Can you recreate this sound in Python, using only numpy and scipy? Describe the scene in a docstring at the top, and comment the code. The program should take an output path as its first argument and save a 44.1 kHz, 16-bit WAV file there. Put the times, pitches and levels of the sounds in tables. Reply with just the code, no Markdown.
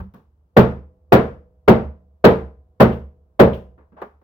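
"""In a small block-walled workshop, a plastic blister pack and a hammer are shifted on a wooden bench
with two light knocks. The hammer comes down six times: each blow booms in the bench, cracks in the pack,
leaves the room ringing and overloads the close microphone. The pack splits on the fourth blow and
crinkles after the last two as the weight comes off. A few more light knocks and a short scrape
follow, over the low rumble of the room."""
import sys
import numpy as np
from scipy import signal
from scipy.fft import rfft, irfft, next_fast_len
from scipy.io import wavfile

SR = 44100
rng = np.random.default_rng(int(sys.argv[2]) if len(sys.argv) > 2 else 0)


def file_out(sig):
    """Save sig as 16-bit WAV at sys.argv[1]."""
    # one column per channel
    cols = np.atleast_2d(sig).T
    # limit, then scale
    lim = np.clip(cols, -1, 1)
    pcm = np.round(lim * 32767).astype(np.int16)
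    wavfile.write(sys.argv[1], SR, pcm)


N = 186851
T = np.arange(SR) / SR  # one second of ringing


def undb(db):
    """Decibels to gain."""
    return 10 ** (np.asarray(db) / 20)


def unit(x):
    """Scale to rms 1."""
    return x / np.sqrt(np.mean(x ** 2))


def read(points, hz):
    """Read a curve of (Hz, value) points on a log-frequency axis."""
    point_hz, value = np.transpose(points)
    return np.interp(np.log(hz), np.log(point_hz), value)


def bell(hz, centre_hz, octaves):
    """A smooth hump over frequency, 1 at its centre."""
    return np.exp(-(np.log2(hz / centre_hz) / octaves) ** 2)


def colour(x, gain):
    """Equalise with a gain that is a function of frequency."""
    n = next_fast_len(x.shape[-1] + SR // 4)
    hz = np.maximum(np.arange(n // 2 + 1) * SR / n, 1)
    return irfft(rfft(x, n) * gain(hz), n)[..., :x.shape[-1]]


def fade(t60):
    """Free decay, 60 dB down after t60 seconds."""
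    return np.exp(-np.log(1000) * T / t60)


def swell(seconds):
    """Soft attack while a vibration spreads."""
    return 1 - np.exp(-(T / seconds) ** 2)


def add(track, start_s, sound):
    """Mix a sound into a track."""
    i = max(int(start_s * SR), 0)
    n = min(sound.shape[-1], N - i)
    track[..., i:i + n] += sound[..., :n]


def diffuse(size, spacing_m=0.14):
    """Noise from all sides at two microphone ports: alike in the bass, unrelated in the treble."""
    likeness = lambda hz: np.sinc(2 * hz * spacing_m / 343)
    mid = colour(rng.standard_normal(size), lambda hz: np.sqrt((1 + likeness(hz)) / 2))
    side = colour(rng.standard_normal(size), lambda hz: np.sqrt((1 - likeness(hz)) / 2))
    return np.array([mid + side, mid - side])


def room_tone():
    """The still air of the workshop, a low rumble under everything."""
    # spectrum of the air: frequency_hz, relative_db
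    air = [(20, -11), (48, -10), (70, 5.5), (100, -15), (180, -18.5), (250, -26.5), (550, -30),
           (950, -29.5), (1300, -35.5), (2000, -47), (3300, -51), (7000, -55), (16000, -61.5)]
    return unit(colour(diffuse(N), lambda hz: undb(read(air, hz))))


def workshop(spectrum):
    """Dense reverb tail of a short sound with this spectrum; the very top dies first."""
    # reverberation of the workshop: frequency_hz, t60_s
    decays = [(250, 0.33), (1000, 0.31), (2500, 0.32), (4000, 0.28), (7000, 0.43), (15000, 0.23)]
    centres = np.geomspace(250, 16000, 7)
    shares = np.eye(len(centres))
    crossover = lambda hz: np.array([[np.interp(np.log(hz), np.log(centres), row)] for row in shares])
    bands = colour(unit(colour(diffuse(len(T)), spectrum)), crossover)
    return sum(band * fade(read(decays, hz)) for band, hz in zip(bands, centres)) * swell(0.0096)


def burst(spectrum, rise_s, t60, wet_db, uneven_db, grain_samples=32):
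    """A dense, uneven train of tiny impacts dies away, followed by the room."""
    grains = undb(uneven_db * np.repeat(rng.random(len(T)), grain_samples)[:len(T)])
    direct = unit(colour(diffuse(len(T)) * grains, spectrum)) * swell(rise_s) * fade(t60)
    return direct + undb(wet_db) * workshop(spectrum)


def ring(modes, excite_db, build_cycles, scatter_db, scatter_rad, apart_hz=650, long_wave_hz=200):
    """Struck modes build up over a few cycles and ring out; neighbours swing opposite ways."""
    out = np.zeros((2, len(T)))
    for k, (hz, db, t60) in enumerate(modes):
        # long waves hardly feel where exactly the blow lands
        size, turn = rng.standard_normal(2) * hz / (hz + long_wave_hz)
        # higher modes reach the two ports out of step
        spread = np.array([[.5], [-.5]]) * rng.standard_normal() * hz / apart_hz
        phase = k * np.pi + scatter_rad * turn + spread
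        gain = undb(db + excite_db(hz) + scatter_db * size)
        out += gain * swell(build_cycles / hz) * fade(t60) * np.sin(2 * np.pi * hz * T + phase)
    return out


def bench(excite_db):
    """The wooden bench booms in the modes that a contact excites."""
    # modes of the bench: pitch_hz, level_db, t60_s
    modes = [(43, -18, 0.49), (62, -21.5, 0.39), (83.4, -9, 0.34), (101.5, -9, 0.31), (128.3, -1.5, .35),
             (147.3, -11.5, 0.38), (180.9, -0.5, .32), (197.4, -5, .28), (209.6, -3, 0.32), (227, 0, 0.32),
             (259.7, -14, 0.27), (314.7, -6.5, 0.22), (365, -7.5, 0.23), (385, -3, .27), (424.4, 0.5, 0.26),
             (453.3, -3.5, 0.32), (484.5, -11, 0.41), (524.7, -11.5, 0.34), (555.7, -5, 0.3),
             (618, -4, 0.32), (666, -11, 0.13), (705, -14, 0.27), (792, -17, 0.33), (813, -16.5, 0.35),
             (905, -13.5, .26), (1015, -20.5, 0.43), (1054, -15.5, 0.22), (1207, -23.5, 0.38),
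             (1338, -19, 0.35)]
    return undb(-11.5) * ring(modes, excite_db, build_cycles=1.9, scatter_db=2.5, scatter_rad=1.7)


def knock(centre_hz, octaves, rise_s, t60):
    """A light touch wakes one damped band of noise and the bench modes around it."""
    hump_db = lambda hz: -80 * np.log10(1 + (np.log2(hz / centre_hz) / octaves / 2) ** 2)
    touch = burst(lambda hz: undb(hump_db(hz)), rise_s, t60, wet_db=-15, uneven_db=8)
    return touch + undb(-11.5) * bench(hump_db)


def clack(t60):
    """The pack is knocked against the bench: a bright clack over a hollow body."""
    bright = knock(centre_hz=1000, octaves=0.72, rise_s=0.0013, t60=t60)
    hollow = knock(centre_hz=454, octaves=0.45, rise_s=0.0059, t60=t60)
    return bright + undb(-3.5) * hollow


def thud(level_db, reference_db=-43.5, db_per_octave=14):
    """A soft push rings the bench top; a heavier one stays longer in contact and thuds lower."""
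    pitch_hz = 136.6 * 2 ** ((reference_db - level_db) / db_per_octave)
    board = undb(-5) * knock(centre_hz=194, octaves=0.14, rise_s=0.0068, t60=0.21)
    return undb(level_db) * (knock(pitch_hz, octaves=0.55, rise_s=0.0018, t60=0.23) + board)


def crackle(rise_s, t60, wet_db):
    """Plastic buckles in many tiny snaps."""
    # spectrum of crushed plastic: frequency_hz, relative_db
    plastic = [(200, -16.5), (1000, -1), (2000, 1), (3500, 1.5), (5500, -6.5), (8000, -17), (12000, -12.5),
               (16000, -9.5)]
    return burst(lambda hz: undb(read(plastic, hz)), rise_s, t60, wet_db, uneven_db=18.5)


def tick():
    """The stiff edge of the pack meets the wood."""
    return crackle(rise_s=.0002, t60=0.01, wet_db=-20)


def hammer(tilt_db_per_octave, bass_db, clatter_db, buckle_db, crack_hz, favoured_hz):
    """The hammer crushes the pack and drives the bench; where it lands decides which modes take most."""
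    # a bass shelf below 150 Hz, and a narrow lift of the region that the strike point favours
    strike_db = lambda hz: bass_db / (1 + (hz / 150) ** 4) + 4.5 * bell(hz, favoured_hz, octaves=0.18)
    wood = bench(strike_db) + undb(clatter_db - 4) * clatter(tilt_db_per_octave, crack_hz)
    plastic = undb(buckle_db - 23.5) * crackle(rise_s=0.008, t60=0.099, wet_db=-22.5)
    return wood + plastic + undb(-32.5) * room_ring(strike_db)


def clatter(tilt_db_per_octave, crack_hz, crack_db=2):
    """Countless short modes of the bench top and loose tools, lifted around the pitch of the crack."""
    # spectrum of the dense clatter: frequency_hz, relative_db
    spectrum = [(30, -32.5), (70, -11.5), (200, -4.5), (450, 1.5), (700, -3), (1000, -5), (1500, -7.5),
                (2200, -15.5), (3700, -25), (5000, -36), (7500, -55.5), (16000, -55.5)]
    # higher rings of the hammer and the tools on the bench: pitch_hz, level_db, t60_s
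    tools = [(1346, 0, .22), (1483, -1, .22), (1528, 0, .24), (1652, -2, .22), (1763, -2, .24),
             (1835, -5, .26), (1921, -8, .22), (2055, -5, .26), (2289, -11, .22), (3870, -17, .16)]
    tilt_db = lambda hz: tilt_db_per_octave * np.log2(np.maximum(hz / 600, 1))
    contact_db = lambda hz: tilt_db(hz) + crack_db * bell(hz, crack_hz, octaves=0.45)
    tone = lambda hz: undb(read(spectrum, hz) + contact_db(hz))
    dense = burst(tone, rise_s=.004, t60=0.17, wet_db=-4.5, uneven_db=11)
    return dense + undb(-26) * ring(tools, contact_db, build_cycles=9.5, scatter_db=3, scatter_rad=3.2)


def room_ring(strike_db):
    """The room and the things in it ring on after a blow; the lowest two modes beat slowly."""
    # long rings of the room: pitch_hz, level_db, t60_s
    modes = [(69.5, 4, .7), (72.5, 3, .65), (123, -11, .8), (183, -12, .85), (285, -29, 1.2),
             (366, -29, 1.2), (436, -26, 1.3), (481, -26, 1.2), (502, -23, 1.3), (629, -29, 1.5),
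             (651, -30, 1.5), (743, -31, 1.6)]
    return ring(modes, strike_db, build_cycles=3, scatter_db=-3.5, scatter_rad=0.35)


def boom():
    """A soft, late swell of the deepest ringing."""
    return knock(centre_hz=70, octaves=0.18, rise_s=0.023, t60=0.42)


def split(shell_hz=3780):
    """The plastic gives way in one sharp snap that briefly rings its shell."""
    snap = crackle(rise_s=.0007, t60=.016, wet_db=-27.5)
    shell = burst(lambda hz: bell(hz, shell_hz, .2), rise_s=.0012, t60=.045, wet_db=-22, uneven_db=6)
    return undb(-15.5) * snap + undb(-19) * shell


def crinkle(shell_db):
    """The dented blister springs back with a short crunch."""
    crunch = crackle(rise_s=.02, t60=.06, wet_db=-9.5)
    return crunch + undb(shell_db) * knock(centre_hz=2880, octaves=0.33, rise_s=0.0087, t60=0.088)


def slide():
    """The pack scrapes briefly over the wood."""
    return knock(centre_hz=840, octaves=0.82, rise_s=0.073, t60=0.27)


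def scene():
    """Knocks, blows, crinkles and a scrape, laid over the room tone."""
    # hammer blows: start_s, force_db, bass_db, clatter_db, buckle_db, crack_hz, favoured_hz
    blows = [(0.5645, -2, 3, 0, 5, 1100, 328), (1.120, -2.5, 0.5, 2, 6.5, 1398, 501),
             (1.677, -3, 0.5, 1, 2.5, 752, 205), (2.240, -2, -0.5, 2, 0.5, 930, 403),
             (2.799, -2.5, 3, 0, 6.5, 1100, 236), (3.392, -.5, 2, -2, 2, 635, 597)]
    # the pack crinkles as the weight comes off: start_s, level_db, shell_db
    crinkles = [(2.917, -49, 7.5), (3.526, -45.5, 9)]
    # light knocks of pack and hammer on the bench: start_s, clack_db, clack_t60_s, thud_db, tick_db
    knocks = [(0.000, -38.5, 0.094, -30, -52), (0.138, -52.5, 0.29, -49, -49.5),
              (3.778, -57, 0.31, -60, -72.5), (3.920, -63, 0.35, -52, -76),
              (4.016, -29.5, 0.11, -51.5, -50), (4.214, -64, 0.11, -66.5, -77)]
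    out = undb(-63) * room_tone()
    for k, (start_s, force_db, *contact) in enumerate(blows):
        # the clatter's treble is rolled off a little more after the first blow
        tilt_db_per_octave = -0.4 if k == 0 else -0.75
        held_db = -10 if k == len(blows) - 1 else 0  # on the last blow the hammer stays down
        add(out, start_s, undb(force_db) * hammer(tilt_db_per_octave, *contact))
        add(out, start_s + .16, undb(force_db + held_db - 31.5) * boom())
    for start_s, level_db, shell_db in crinkles:
        add(out, start_s, undb(level_db) * crinkle(shell_db))
    for start_s, clack_db, t60, thud_db, tick_db in knocks:
        add(out, start_s, undb(clack_db) * clack(t60) + thud(thud_db) + undb(tick_db) * tick())
        add(out, start_s + 0.0062, undb(tick_db - 0.5) * tick())  # the edge bounces once
    add(out, 2.2502, split())
    add(out, 3.962, undb(-30) * slide())
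    return out


def record(dry, low_cut_hz=42, top_hz=15900):
    """The ports lose the deepest bass and colour the rest; blows overload the input; the top is cut."""
    # colour of each microphone port: frequency_hz, gain_db
    left_port = [(500, 6), (1200, 2.5), (2200, 3.5), (3600, 1.5), (8000, 1), (11500, 5.5), (15300, 14)]
    right_port = [(500, 7), (1200, 0.5), (2200, -3.5), (3600, 1.5), (8000, 1), (11500, 4.5), (15300, -7)]
    trimmed = signal.sosfilt(signal.butter(2, low_cut_hz, "high", fs=SR, output="sos"), dry)
    coloured = colour(trimmed, lambda hz: undb([read(left_port, hz), read(right_port, hz)]))
    clipped = coloured / (1 + coloured ** 16) ** (1 / 16)
    return signal.sosfilt(signal.ellip(10, .1, 70, top_hz, fs=SR, output="sos"), clipped)


dry = scene()
out = record(dry)
file_out(out)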